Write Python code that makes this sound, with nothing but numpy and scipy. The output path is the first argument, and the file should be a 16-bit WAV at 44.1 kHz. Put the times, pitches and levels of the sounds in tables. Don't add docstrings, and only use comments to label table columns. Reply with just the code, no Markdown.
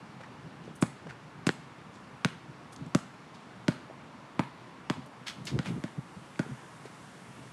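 import sys
import numpy as np
from scipy import signal
from scipy.io import wavfile
from scipy.ndimage import uniform_filter1d

SR = 44100
rng = np.random.default_rng(int(sys.argv[2]) if len(sys.argv) > 2 else 0)


def master_out(mix):
    frames = np.transpose(np.atleast_2d(mix))
    ceiling = np.clip(frames, -1, 1)
    pcm = np.round(ceiling * 32767).astype(np.int16)
    wavfile.write(sys.argv[1], SR, pcm)


N = 331632

# peak_s, level_db, half_width_ms
GUSTS = [(.442, -43, 11), (.472, -42.5, 8), (.68, -49, 30), (1.07, -46, 19), (1.41, -48, 41),
         (2.49, -48, 15), (2.815, -36, 21), (2.87, -40, 14), (4.981, -36, 16), (5.43, -44.5, 64),
         (5.535, -28.5, 22), (5.563, -24.5, 22), (5.69, -33.5, 32), (5.725, -33.5, 25), (5.775, -34.5, 21),
         (5.984, -28.5, 8), (6.171, -38, 10), (6.513, -32, 17.4), (7.29, -50, 16), (7.39, -52, 30)]
# time_s, level_db
LEAVES_LEVEL = [(0, -71.5), (2.7, -71), (4.85, -71.5), (5.5, -68), (5.7, -60.5), (5.95, -66), (6.5, -61),
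                (7.52, -61)]
# pitch_hz, relative_level_db (per Hz)
LEAVES_COLOUR = [(1500, 17), (4000, 7.5), (8500, 9.5), (11000, 7.5), (13500, -19)]
# pitch_hz, relative_level_db (per Hz)
TRAFFIC_COLOUR = [(60, -8), (140, -22), (220, 3.5), (440, -3), (700, -3), (950, 0), (1500, -6),
                  (2300, -10.5), (5400, -23.5), (8700, -34.5), (11500, -38.5), (13500, -34)]
# peak_s, level_db, fall_ms (to -60 dB), low_edge_hz, high_edge_hz
SCUFFS = [(.21, -46, 56, 400, 1500), (0.237, -51.5, 106, 900, 2180), (.65, -60, 200, 1500, 5960),
          (.758, -56, 74, 7000, 13000), (0.819, -40.5, 71, 7340, 10600), (1.071, -45, 38, 300, 1190),
          (1.098, -45, 97, 900, 2180), (1.102, -56, 70, 3400, 4970), (1.47, -36.5, 44, 1490, 10000),
          (1.951, -63, 310, 1500, 7600), (2.729, -52.5, 70, 3500, 12000), (2.763, -47, 18, 3200, 7660),
          (2.863, -54, 18, 3500, 9000), (3.143, -51, 27, 500, 1990), (3.35, -58.5, 110, 1500, 5970),
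          (5.063, -57.5, 38, 4930, 14000), (5.28, -35.5, 144, 1090, 4960), (5.458, -46.5, 79, 2980, 13000),
          (5.474, -35.5, 56, 1490, 5460), (5.487, -38.5, 120, 780, 5000), (5.665, -38.5, 159, 494, 3170),
          (6.858, -52, 90, 300, 4000)]
# start_s, level_db, pitch_hz
TAPS = [(.206, -35, 700), (.645, -36, 350), (.678, -29, 402), (.708, -33, 230), (1.067, -30, 430),
        (1.109, -27, 1500), (3.899, -32, 597), (3.91, -30.5, 704), (6.359, -32, 2165), (6.463, -28.5, 360),
        (6.855, -28.5, 408)]
# pitch_hz, level_db, fall_s (to -60 dB)
COURT_BANDS = [(192, -65, 0.34), (424, -47.5, 0.092), (1020, -51.5, 0.38), (2600, -48.5, 0.45),
               (5200, -51, 0.54), (10800, -40, 0.36)]
# start_s, slap_level_db, slap_pitch_hz, slap_damping (per cycle), push_level_db,
# push_lag_ms, push_length_ms, ring_pitch_hz, ring_level_db, thrown_back_db
BOUNCES = [(0.825, -0.3, 880, 6.9, -20, 0.068, 3.24, 970, -35, -1),
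           (1.4688, -0.5, 2470, 5.6, -22.5, 0.041, 3.2, 1450, -49, -0.5),
           (1.4914, -13.5, 3640, 0.83, -25.5, 0.05, 2.6, 1720, -12.5, -17),
           (2.2476, -0.5, 3040, 3.5, -24.5, 2.93, 4.7, 1430, -13, -4),
           (2.9488, -0.5, 5700, 3.8, -19, 1.86, 3.63, 1330, -13.5, -2.5),
           (3.682, -3, 2670, 5.4, -20.5, 2.4, 3.52, 1490, -20.5, 0.5),
           (4.3936, -8, 1710, 3.2, -22.5, 0.035, 3.75, 973, -17, 1.5),
           (4.3965, -14, 670, 1.9, -37.5, 0.041, 3.94, 1050, -39, -22),
           (4.8996, -6, 2180, 4.1, -26, 2.7, 3.3, 1020, -17.5, 0),
           (5.59, -15.5, 3500, 2.3, -30, 2.4, 4.2, 1410, -22.5, 1),
           (5.8388, -17.5, 3640, 5, -31, 1.14, 3.55, 1730, -30.5, 4),
           (6.393, -7.5, 1800, 13.4, -25, 2.44, 3.5, 1510, -20, 2.5)]
# pitch_hz, level_db (against the ring), fall_s (to -60 dB)
CAVITY = [(436, -23.5, .02), (893, -17, 0.016), (1455, -14.5, 0.021), (1866, -19.5, 0.034),
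          (2720, -24.5, 0.035)]

WIND_DB, WIND_SWELL_DB = -50, 1
TRAFFIC_DB = -52
SCUFF_RISE_SHARE, SCUFF_HISS_DB = .14, -12.5
TAP_CYCLES = 6.1
CONTACTS_THROWN_BACK_DB = -1.5
GRIT_DB, RING_DECAY_MS = -28.5, 1.12
CROSSING_S, CROSSING_DB = 0.000803, -6.5
LIFT_OFF_S, LIFT_OFF_DB = .0115, -6.5
WALL_ECHO_S, WALL_ECHO_DB, WALL_HZ = .0405, -19.5, 7000
BASS_CUT_HZ, BASS_LEAK_DB = 134.2, -14
TREBLE_DROOP_HZ, CUTOFF_HZ = 10440, 15800


def from_db(db):
    return 10 ** (np.asarray(db) / 20)


def rms_one(x):
    return x / np.sqrt(np.mean(x ** 2) + 1e-20)


def band(x, low_hz, high_hz):
    edges = [low_hz, min(high_hz, .45 * SR)]
    return signal.sosfilt(signal.butter(2, edges, "band", fs=SR, output="sos"), x)


def drift(rate_hz):
    step = 40
    r = np.exp(-2 * np.pi * rate_hz * step / SR)
    chance = rng.standard_normal(N // step + 2002)
    slow = signal.lfilter([1], [1, -2 * r, r * r], chance)[2000:]
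    return np.interp(np.arange(N) / step, np.arange(len(slow)), rms_one(slow))


def add(out, start_s, sound):
    i = int(round(start_s * SR))
    out[i:i + len(sound)] += sound[:N - i]


def coloured(spectrum, patchy_db):
    out = 0
    edges = 45 * 2 ** (np.arange(27) / 3)
    white = rng.standard_normal((2, N))
    hz, level_db = np.transpose(spectrum)
    for k, (low, high) in enumerate(zip(edges, edges[1:])):
        middle = np.log(low * high) / 2
        gain_db = np.interp(middle, np.log(hz), level_db, left=-60, right=-80)
        flicker_db = patchy_db * drift(3.5)
        out = out + from_db(gain_db + flicker_db) * band(white[k % 2], low, high)
    return rms_one(out)


def wind():
    eddies = band(signal.lfilter([1], [1, -.985], rng.standard_normal(N)), 22.7, 241)
    even = eddies / np.sqrt(uniform_filter1d(eddies ** 2, size=700))
    now = np.arange(N) / SR
    gusts = 0
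    for peak_s, level_db, half_width_ms in GUSTS:
        gusts = gusts + from_db(level_db) * np.exp(-((now - peak_s) * 1000 / half_width_ms) ** 2)
    swells_db = WIND_SWELL_DB * drift(4.5)
    lumps_db = 2.0 * drift(26)
    return from_db(WIND_DB + swells_db + lumps_db) * rms_one(eddies) + gusts * even


def leaves():
    rustle_db = np.interp(np.arange(N) / SR, *np.transpose(LEAVES_LEVEL))
    return from_db(rustle_db) * coloured(LEAVES_COLOUR, patchy_db=.5)


def traffic():
    return from_db(TRAFFIC_DB) * coloured(TRAFFIC_COLOUR, patchy_db=1.02)


def scuffs():
    out, t = np.zeros(N), np.arange(12000) / SR
    for peak_s, level_db, fall_ms, low_hz, high_hz in SCUFFS:
        sizes = from_db(1.6 * np.minimum(rng.exponential(1, len(t)), 3.5))
        clumps = np.repeat(from_db(3.0 * rng.standard_normal(len(t) // 100)), 100)
        clicks = rng.random(len(t)) < .25
        grit = rng.standard_normal(len(t)) * sizes * clumps * clicks
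        fall = fall_ms / 1000
        rise = SCUFF_RISE_SHARE * fall
        stroke = np.where(t < rise, (t / rise) ** 1.3, from_db(-60 * (t - rise) / fall))
        body = rms_one(band(grit, low_hz, high_hz))
        hiss = from_db(SCUFF_HISS_DB) * rms_one(band(grit, low_hz / 2, 2.94 * high_hz))
        add(out, peak_s - rise, from_db(level_db) * stroke * (body + hiss))
    return out


def taps():
    out, t = np.zeros(N), np.arange(2000) / SR
    for start_s, level_db, hz in TAPS:
        fade = from_db(level_db - 60 * t * hz / TAP_CYCLES)
        cushion = 1 - np.exp(-t * hz * 6)
        add(out, start_s, fade * np.sin(2 * np.pi * hz * t) * cushion)
    return out


def court(x):
    t, reply = np.arange(SR // 2) / SR, 0
    for hz, level_db, fall_s in COURT_BANDS:
        noise = rms_one(band(rng.standard_normal(len(t)), hz / 1.54, hz * 1.52))
        reply = reply + from_db(level_db - 60 * t / fall_s) * noise
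    build_up = np.clip(t / 0.0026, 0, 1) ** 2
    return signal.fftconvolve(x, reply * build_up)[:N]


def ball():
    direct, scattered, t = np.zeros(N), np.zeros(N), np.arange(5000) / SR
    chance = rng.standard_normal((len(BOUNCES), len(CAVITY) + len(t)))
    for bounce, luck in zip(BOUNCES, chance):
        (start_s, slap_db, slap_hz, damping, push_db, lag_ms, length_ms,
         ring_hz, ring_db, thrown_back_db) = bounce

        slap = -np.sin(2 * np.pi * slap_hz * t) * np.exp(-damping * slap_hz * t)
        slap = band(from_db(slap_db) * slap, 44, 9400)
        crushed_grit = from_db(GRIT_DB) * luck[len(CAVITY):] * np.exp(-t / 0.0041)

        ring_fade = np.exp(-1000 * t / RING_DECAY_MS) * (1 - np.exp(-t / .0001))
        ring = -np.cos(2 * np.pi * ring_hz * t) * ring_fade
        for (hz, level_db, fall_s), z in zip(CAVITY, luck):
            ring += from_db(level_db + 2 * z - 60 * t / fall_s) * np.sin(2 * np.pi * hz * t)

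        squash = np.sin(np.pi * np.clip((1000 * t - max(lag_ms, 0)) / length_ms, 0, 1)) ** 1.28
        squash_rate = -np.gradient(squash) * length_ms * SR / 1000
        push = from_db(push_db) * band(squash_rate, 8.2, 780)

        skin = slap + band(from_db(slap_db) * crushed_grit + from_db(ring_db) * ring, 44, 8500)
        add(direct, start_s, skin + push)
        add(scattered, start_s, from_db(thrown_back_db) * (skin + push))
        crossing_s = CROSSING_S * (1 + .15 * luck[0])
        add(direct, start_s + crossing_s, from_db(CROSSING_DB) * slap)
        pop = band(slap + 0.32 * push, 44, 1800)
        add(direct, start_s + LIFT_OFF_S, from_db(LIFT_OFF_DB) * pop)
        echo = from_db(WALL_ECHO_DB + thrown_back_db) * band(skin, 1300, WALL_HZ)
        add(direct, start_s + WALL_ECHO_S * (1 + .02 * luck[1]), echo)
    return direct, scattered


def scene():
    background = wind() + leaves() + traffic()
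    contacts = scuffs() + taps()
    direct, scattered = ball()
    thrown_back = court(scattered + from_db(CONTACTS_THROWN_BACK_DB) * contacts)
    return (direct + contacts + thrown_back + background)[None]


def record(dry):
    thin = signal.sosfilt(signal.cheby1(6, .035, BASS_CUT_HZ, "high", fs=SR, output="sos"), dry)
    thin = thin + from_db(BASS_LEAK_DB) * band(dry, 69.4, 120)
    thin = signal.sosfilt(signal.butter(4, TREBLE_DROOP_HZ, fs=SR, output="sos"), thin)
    return signal.sosfilt(signal.cheby2(12, 70, CUTOFF_HZ, fs=SR, output="sos"), thin)


dry = scene()
out = record(dry)
master_out(out)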